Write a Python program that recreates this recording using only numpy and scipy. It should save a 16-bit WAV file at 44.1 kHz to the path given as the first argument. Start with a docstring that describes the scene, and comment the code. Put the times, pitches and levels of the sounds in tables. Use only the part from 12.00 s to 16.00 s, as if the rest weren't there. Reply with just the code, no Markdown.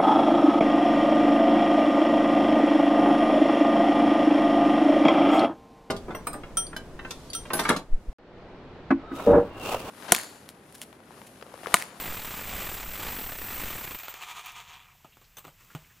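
"""An electric jackhammer breaks a concrete slab close to the microphone, one blow per crank turn.
The crank surges and sags, and the shaking buffets the microphone. Each blow renews a bright high
ringing, coloured by microphone resonances; a narrow high ring lingers after the last blows.
The trigger is released: the blows stop and the motor coasts down in ever slower whirring swells.
Chips land, the chisel taps on loose rubble, and the tool is set down with a thump."""
import sys
import numpy as np
from scipy import signal
from scipy.fft import rfft, irfft, next_fast_len
from scipy.io import wavfile
from scipy.ndimage import map_coordinates

SR = 44100
rng = np.random.default_rng(int(sys.argv[2]) if len(sys.argv) > 2 else 0)


def pcm_store(signal):
    """Save signal as 16-bit PCM."""
    levels = np.round(np.clip(np.atleast_2d(signal), -1, 1) * 32767)
    wavfile.write(sys.argv[1], SR, levels.astype(np.int16).T)


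N = 176400
RELEASE_S, REBOUND_S, LAST_BLOW_S = 1.965, 2.094, 2.17


def amp(db):
    """Decibels to gain."""
    return 10 ** (np.asarray(db) / 20)


def unit(x):
    """Scale to rms 1."""
    return x / np.sqrt(np.mean(x ** 2) + 1e-20)


def clock():
    """Sample times [s]."""
    return np.arange(N) / SR


def curve(rows):
    """(time [s], value) points as one value per sample."""
    return np.interp(clock(), *np.transpose(rows))


def colour(points, hz):
    """Gain at hz of a spectrum, interpolated in log frequency."""
    f, db = np.transpose(points)
    return amp(np.interp(np.log(hz + 1), np.log(f + 1), db))


def filtered(x, response):
    """Apply a frequency response."""
    size = next_fast_len(len(x) + 8192)
    return irfft(rfft(x, size) * response(np.fft.rfftfreq(size, 1 / SR)), size)[:len(x)]


def low_cut(x, hz):
    """Second-order high-pass."""
    return signal.sosfilt(signal.butter(2, hz, "high", fs=SR, output="sos"), x)


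def noise(points):
    """Noise with the given spectrum, rms 1."""
    return unit(filtered(rng.standard_normal(N), lambda hz: colour(points, hz)))


def peak(f, hz, width_hz):
    """Resonance curve of height 1."""
    return 1 / (1 + np.square(2 * (f - hz) / width_hz))


def band(hz, width_hz):
    """Noise in one resonance, rms 1."""
    return unit(filtered(rng.standard_normal(N), lambda f: peak(f, hz, width_hz)))


def wobble(rate_hz):
    """Smooth random curve, rate_hz knots a second."""
    return map_coordinates(rng.standard_normal(N // 4), [clock() * rate_hz], mode="wrap")


def add(track, s, sound):
    """Mix a sound into the track at time s."""
    part = track[max(round(s * SR), 0):][:len(sound)]
    part += sound[:len(part)]


def powered():
    """1 while the trigger is held, then 0."""
    return np.clip((RELEASE_S - clock()) / 0.03 + .5, 0, 1)


# Crank speed (time [s], speed [turns/s])
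CRANK_SPEED = [(0, 55), (.1, 46.1), (.25, 34.6), (.34, 29.6), (.39, 46.3), (.56, 59.4), (.61, 46),
               (.85, 29.9), (.93, 49.1), (1.07, 57.6), (1.14, 46.4), (1.37, 28.5), (1.48, 49.5),
               (1.57, 56.3), (1.7, 41.1), (1.91, 26.9), (2.06, 20.1), (2.13, 16.3), (2.43, 10.5),
               (2.72, 6.4), (3, 0)]


def crank():
    """Turns so far, blow times [s], and per sample the latest blow's index and age [s]."""
    t, turns = clock(), np.cumsum(curve(CRANK_SPEED)) / SR
    times = np.interp(np.arange(int(turns[-1])), turns, t)
    times = times[times < LAST_BLOW_S]
    latest = np.searchsorted(times, t, side="right") - 1
    return turns, times, latest, t - times[latest]


# Blow strength (time [s], level [dB])
BLOW_LEVEL = [(0, -37), (.22, -37.5), (.42, -40), (.66, -37), (.8, -39.5), (.88, -45), (.96, -39.5),
              (1.04, -37), (1.2, -37.5), (1.32, -39), (1.44, -40.5), (1.64, -37), (1.76, -39.5),
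              (1.92, -38), (1.99, -42), (2.08, -34), (2.15, -40)]
# Crushed concrete (frequency [Hz], density [dB])
CONCRETE_SPECTRUM = [(53, -33), (90, 8.5), (128, -3), (202, 1), (481, -4), (1170, -4), (1310, -4.5),
                     (2420, -5), (5120, -14.5), (6610, -25.5), (8050, -15.5), (10000, -28.5), (13000, -52),
                     (22000, -120)]
# Initial crack (frequency [Hz], density [dB])
CRACK_SPECTRUM = [(100, -11), (1200, 1), (3500, 3), (6000, -8), (9500, -20), (13000, -4), (15600, 2.5)]
HOLD_S, FREE_HOLD_S, BLOW_FALL_DB_PER_S = .0045, .0015, 1900
RECOIL_S, RECOIL_DB = .0081, -6.5


def blows(knock_hz=1403, knock_t60_s=.031, crack_decay_s=.0012):
    """Each blow cracks and crushes concrete; under power the slab rings and the tip strikes twice."""
    _, times, latest, age = crank()
    power = powered()
    force_db = curve(BLOW_LEVEL) + 1.24 * rng.standard_normal(len(times))[latest]
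    hold_s = FREE_HOLD_S + (HOLD_S - FREE_HOLD_S) * power
    strike = lambda u, held_s: (u >= 0) * amp(-BLOW_FALL_DB_PER_S * np.maximum(u - held_s, 0))
    recoil = power * amp(RECOIL_DB) * strike(age - RECOIL_S, hold_s / 2)
    pitch_hz = knock_hz * 2 ** (rng.standard_normal(len(times))[latest] / 2)
    knock = -power * amp(-3.5 - 60 * age / knock_t60_s) * np.sin(2 * np.pi * pitch_hz * age)
    crush = (strike(age, hold_s) + recoil) * amp(wobble(700)) * noise(CONCRETE_SPECTRUM)
    slowdown_octaves = np.log2(30 / np.maximum(curve(CRANK_SPEED), 21))
    fade = np.exp(-age / crack_decay_s)
    push = -1.2 * fade
    crack = (noise(CRACK_SPECTRUM) + push) * fade * amp(5 + 8 * slowdown_octaves)
    return amp(force_db) * (crush + knock + crack)


# Housing resonances (frequency [Hz], width [Hz], lift [dB])
HOUSING_MODES = [(930, 18, 3.5), (1234, 87, 8), (2390, 94, 9.5), (2633, 24, 7.5), (3340, 64, 2)]


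def housing(x, share=1):
    """The housing's resonances colour sound from inside the tool; rms 1."""
    lift_db = lambda f: sum(db * peak(f, hz, width_hz) for hz, width_hz, db in HOUSING_MODES)
    return unit(filtered(x, lambda f: amp(share * lift_db(f))))


# Motor and crumbling (frequency [Hz], density [dB])
GRIND_SPECTRUM = [(60, -24), (400, -3), (1100, 0.5), (1600, -1.5), (2500, 0), (4000, -6), (5400, -12),
                  (7500, -4), (9500, -22.5), (15000, -30)]
# Grinding envelope (time [s], level [dB])
GRIND_LEVEL = [(0, -44), (.3, -44), (.62, -41), (.87, -46.5), (1.06, -41.5), (1.17, -45.5), (1.4, -47.5),
               (1.63, -41), (1.9, -45.5), (2.13, -51), (2.22, -52), (2.4, -100)]


def grinding():
    """Motor and grit grind under the blows."""
    return amp(curve(GRIND_LEVEL) + 2.05 * wobble(150)) * housing(noise(GRIND_SPECTRUM), share=0.61)


# High ringing envelope (time [s], level [dB])
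RING_LEVEL = [(0.0, -40), (0.45, -41.5), (0.62, -39), (0.9, -43), (1.17, -38), (1.37, -41), (1.61, -38.5),
              (1.94, -42.5), (2.06, -56.5), (2.2, -76)]
# Ringing before the tip bites (frequency [Hz], density [dB])
RING_EARLY = [(3530, -25), (6000, -12.5), (6630, -26), (7330, -11), (8070, -6.5), (9130, -16),
              (9660, -17.5), (11400, -7.5), (13100, -9), (14600, 5.5), (15200, -1), (15600, -3)]
# Ringing after the tip bites (frequency [Hz], density [dB])
RING_LATE = [(3530, -38), (6000, -6.5), (6630, -31), (8100, -0.5), (9060, -14), (9850, -11.5), (10600, -8),
             (11700, -2), (13200, -1.5), (14500, 7.5), (15000, 5), (15600, 3)]
# High resonances (frequency [Hz], level [dB], t60 [s])
RING_MODES = [(8140, -20, .05), (11665, -18, .1), (11828, -17, .1), (14310, -16, .1), (14605, -12, .09),
              (14945, -16, .07)]
BITE_S, BITE_STEP_DB, RING_RISE_S, RING_FALL_DB_PER_S = 1.125, 14, .0041, 598


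def high_ringing():
    """Each blow renews a bright ringing, coloured by microphone resonances near 8 and 14.6 kHz."""
    _, times, _, age = crank()
    t = clock()
    bite = np.clip((t - BITE_S) / 0.075 + .5, 0, 1)
    sizzle = np.sqrt(1 - bite) * noise(RING_EARLY) + np.sqrt(bite) * noise(RING_LATE)
    rise = 1 - np.exp(-age / RING_RISE_S)
    fall = amp(-RING_FALL_DB_PER_S * np.maximum(age - HOLD_S, 0))
    sizzle *= (0.94 + .5 * rise * fall) * amp(1.85 * wobble(250))
    hz, db, t60 = np.transpose(RING_MODES)[:, :, None]
    modes, u = np.zeros(N), t[:SR // 8]
    for s in times:
        scatter, phase = rng.standard_normal((2, len(RING_MODES), 1))
        partials = amp(db + 2.7 * scatter - 60 * u / t60) * np.sin(2 * np.pi * (hz * u + phase))
        add(modes, s, partials.sum(axis=0))
    level_db = curve(RING_LEVEL) + 1.8 - 200 * np.maximum(t - LAST_BLOW_S, 0)
    return amp(level_db) * (sizzle + amp(BITE_STEP_DB * (bite - .5)) * modes)


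# Microphone buffeting (frequency [Hz], density [dB])
SHAKE_SPECTRUM = [(8, 5), (25, -6.5), (50, -4), (100, -17.5), (200, -18), (500, -35), (2000, -100)]


def shaking(level_db=-44, surge_db=2.5):
    """The working tool's jolts buffet the microphone in surges."""
    return amp(level_db + surge_db * wobble(12.6)) * powered() * noise(SHAKE_SPECTRUM)


# Background (frequency [Hz], density [dB])
AIR_SPECTRUM = [(15, -37), (25, 4), (48, -5.5), (113, -2), (179, -7), (270, -22.5), (1460, -19),
                (2640, -16), (4170, -23.5), (7900, -21.5), (9100, -31), (14400, -18.5)]


def air(level_db=-59):
    """Quiet, nearly steady background."""
    return amp(level_db + 0.35 * wobble(5.1)) * noise(AIR_SPECTRUM)


def lingering_ring(hz=14500, width_hz=310, fall_db_per_s=304):
    """A narrow high ring lingers after the last blows and the rebound."""
    t, age = clock(), crank()[3]
    age = np.where(t > REBOUND_S, np.minimum(age, t - REBOUND_S), age)
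    gain = np.interp(t, [1.85, 1.95, 2.11, 2.14], [0, 0.9, 1, .4])
    return gain * amp(-39.5 - fall_db_per_s * age) * band(hz, width_hz)


# Struck stone (frequency [Hz], density [dB])
STONE_SPECTRUM = [(80, -6), (250, -5.5), (600, -3), (1250, 1.5), (1900, -9), (2700, -2.5), (3600, -8),
                  (5300, -17), (6150, -13), (6700, -10.5), (8300, -7), (10000, -24), (13000, -9.5),
                  (14600, -3.5), (15600, -10.5)]


def rebound(level_db=-40, t60_s=.13):
    """The chisel falls back on the stone after its last hard blow."""
    out = np.zeros(N)
    add(out, REBOUND_S, amp(level_db - 60 * clock() / t60_s) * noise(STONE_SPECTRUM))
    return out


# Coasting motor (frequency [Hz], density [dB])
WHIRR_SPECTRUM = [(180, -33), (430, -12), (601, -27), (733, 0), (836, -8), (950, 3), (1200, -2.5),
                  (1470, -6), (2370, -3.5), (2940, -3), (3240, -1.5), (5070, -16.5), (6710, -9.5),
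                  (10800, -22), (14600, -15.5), (15600, -10)]
# Envelope of the swell tops (time [s], level [dB])
WHIRR_LEVEL = [(2.05, -75), (2.15, -47.5), (2.23, -40.5), (2.3, -39.5), (2.38, -42), (2.47, -42.5),
               (2.58, -45), (2.72, -49.5), (2.82, -51), (2.93, -62.5), (3.05, -71), (3.2, -100)]
TEETH_PER_TURN, SWELL_DB, SWELL_AT_TURN, SWELL_HALF_WIDTH_TURNS = 24.5, 7.5, .33, .33


def run_down():
    """Motor and gears coast in the housing, swelling once a turn as the piston compresses."""
    turns = crank()[0]
    offset = (turns - SWELL_AT_TURN + .5) % 1 - .5
    swell_db = SWELL_DB * (np.exp(-(offset / SWELL_HALF_WIDTH_TURNS) ** 4) - 1)
    clatter_db = 2.5 * np.cos(2 * np.pi * TEETH_PER_TURN * turns) + 1.5 * wobble(400)
    whirr = (noise(WHIRR_SPECTRUM) + amp(-3) * gear_whine(turns)) * amp(clatter_db)
    return amp(curve(WHIRR_LEVEL) + swell_db) * housing(whirr)


def gear_whine(turns, count=90):
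    """Harmonics of half the tooth rate, falling with crank speed; rms 1."""
    cycles = TEETH_PER_TURN * turns / 2 + wobble(60) / 20
    orders = sum(np.cos(2 * np.pi * (k * cycles + p)) for k, p in enumerate(rng.random(count), 1))
    return unit(filtered(orders, lambda hz: colour(WHIRR_SPECTRUM, hz)))


# Chip landings (time [s], level [dB])
CHIP_HITS = [(2.309, -44), (2.413, -43), (2.461, -33), (2.519, -40)]
# Chip tick (frequency [Hz], density [dB])
CHIP_SPECTRUM = [(500, -22), (2500, -4), (6500, -6), (10000, -14), (14500, 3)]


def chips(t60_s=.02):
    """Chips knocked loose by the lifted tool land with bright ticks."""
    out, u = np.zeros(N), clock()[:SR // 10]
    for s, db in CHIP_HITS:
        add(out, s, amp(db - 60 * u / t60_s) * noise(CHIP_SPECTRUM)[:len(u)])
    return out


# Chisel on rubble (time [s], level [dB], tilt [dB/octave], t60 [s], thump [dB])
RUBBLE_TAPS = [(3.045, -49, -4.5, 0.081, -50.5), (3.17, -52.5, -3.5, 0.035, -61),
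               (3.214, -53.5, -1.5, 0.065, -77), (3.369, -43.5, 0, 0.097, -54), (3.383, -40, 4, 0.048, -61),
               (3.443, -47.5, -2, 0.03, -61), (3.45, -42, -2.5, 0.025, -62), (3.469, -53.5, 0, 0.1, -45),
               (3.48, -49.5, -2, 0.078, -46), (3.75, -39, -2, 0.038, -27)]
# Tool body modes (frequency [Hz], level [dB], t60 [s])
BODY_MODES = [(138, -3, 0.1), (153.6, -8.5, 0.18), (272, -6.5, 0.04), (427, -30, 0.062), (641, -24, 0.19)]


def taps(crumbs_db=-11.5, crumbs_t60_s=.26, clink_db=-10.5):
    """The chisel knocks on loose stones: a gritty burst, settling crumbs, a clink, a body thump."""
    out, u = np.zeros(N), clock()[:SR // 3]
    body = -sum(amp(db - 60 * u / t60) * np.sin(2 * np.pi * hz * u) for hz, db, t60 in BODY_MODES)
    for s, db, tilt_db, t60, thump_db in RUBBLE_TAPS:
        grains = rng.standard_normal(len(u)) * amp(2.8 * wobble(895)[:len(u)])
        tilt = lambda hz: amp(tilt_db * np.log2(hz / 2000 + 0.09))
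        stone = unit(filtered(grains, lambda hz: colour(STONE_SPECTRUM, hz) * tilt(hz)))
        fade = amp(-60 * u / t60) + amp(crumbs_db - 60 * u / crumbs_t60_s)
        add(out, s, amp(db) * (fade * stone + amp(clink_db) * clink(u)) + amp(thump_db) * body)
    return out


def clink(u, count=9, t60_s=.094):
    """A struck stone's few modes, different for every stone; rms 1 at the strike."""
    hz = np.geomspace(450, 4400, count)[:, None] * np.exp(0.118 * rng.standard_normal((count, 1)))
    modes = colour(STONE_SPECTRUM, hz) * np.sin(2 * np.pi * hz * u)
    return unit(modes.sum(axis=0)) * amp(-60 * u / t60_s)


# Stone creaks (time [s], level [dB], frequency [Hz])
PEBBLE_CREAKS = [(3.122, -53, 2900), (3.24, -56, 4300), (3.698, -50, 1500), (3.835, -53.5, 2400),
                 (3.897, -52, 1810)]


def pebbles(t60_s=.11):
    """Small stones shift and creak under the resting tip."""
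    out, u = np.zeros(N), clock()[:SR // 10]
    swell = (1 - np.exp(-20 * u / t60_s)) * amp(-60 * u / t60_s)
    for s, db, hz in PEBBLE_CREAKS:
        creak = amp(db + 2.3 * wobble(460)) * band(hz, hz / 2)
        add(out, s, swell * creak[:len(u)])
    return out


# Free chisel modes (frequency [Hz], level [dB])
FREE_CHISEL_MODES = [(3505, -1.5), (6030, -6), (6220, 2.5), (9500, -5), (13080, -3)]


def chisel_ping(at_s=3.37, level_db=-45, t60_s=.064):
    """The free chisel pings at one clean strike."""
    out, u = np.zeros(N), clock()[:SR // 3]
    for hz, db in FREE_CHISEL_MODES:
        add(out, at_s, amp(level_db + db - 60 * u / t60_s) * np.sin(2 * np.pi * hz * u))
    return out


# Drag envelope (time [s], level [dB])
SCRAPE_LEVEL = [(3.5, -82), (3.56, -76), (3.61, -52), (3.68, -58), (3.72, -51.5), (3.9, -60.5), (4, -61)]
# Scraped dust (frequency [Hz], density [dB])
DUST_SPECTRUM = [(200, 1), (700, -13), (1100, 1.5), (1600, -5.5), (2500, -3.5), (5000, -12.5), (8000, -8.5),
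                 (10000, -20), (14600, -9), (15600, 0.5)]


def scrape():
    """The tip drags through dust with a grainy hiss."""
    return amp(curve(SCRAPE_LEVEL) + 0.96 * wobble(39) + 2.8 * wobble(900)) * noise(DUST_SPECTRUM)


def scene():
    """Mono mix on two channels; without power the last blows thin to clacks."""
    background, power = air(), powered()
    impacts = blows() + rebound() + grinding()
    impacts = power * impacts + (1 - power) * low_cut(impacts, 550)
    tool = impacts + high_ringing() + lingering_ring() + shaking() + run_down()
    rubble = chips() + pebbles() + low_cut(taps() + chisel_ping(), 126) + scrape()
    mono = tool + rubble + background
    return np.array([mono, mono])


def record(dry, ceiling_db=-22, top_hz=15550):
    """Soft peak limiting, then a hard band limit."""
    rounded = dry / (1 + np.abs(dry / amp(ceiling_db)) ** 4) ** (1 / 4)
    return np.array([filtered(side, lambda hz: hz < top_hz) for side in rounded])


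dry = scene()
out = record(dry)
pcm_store(out)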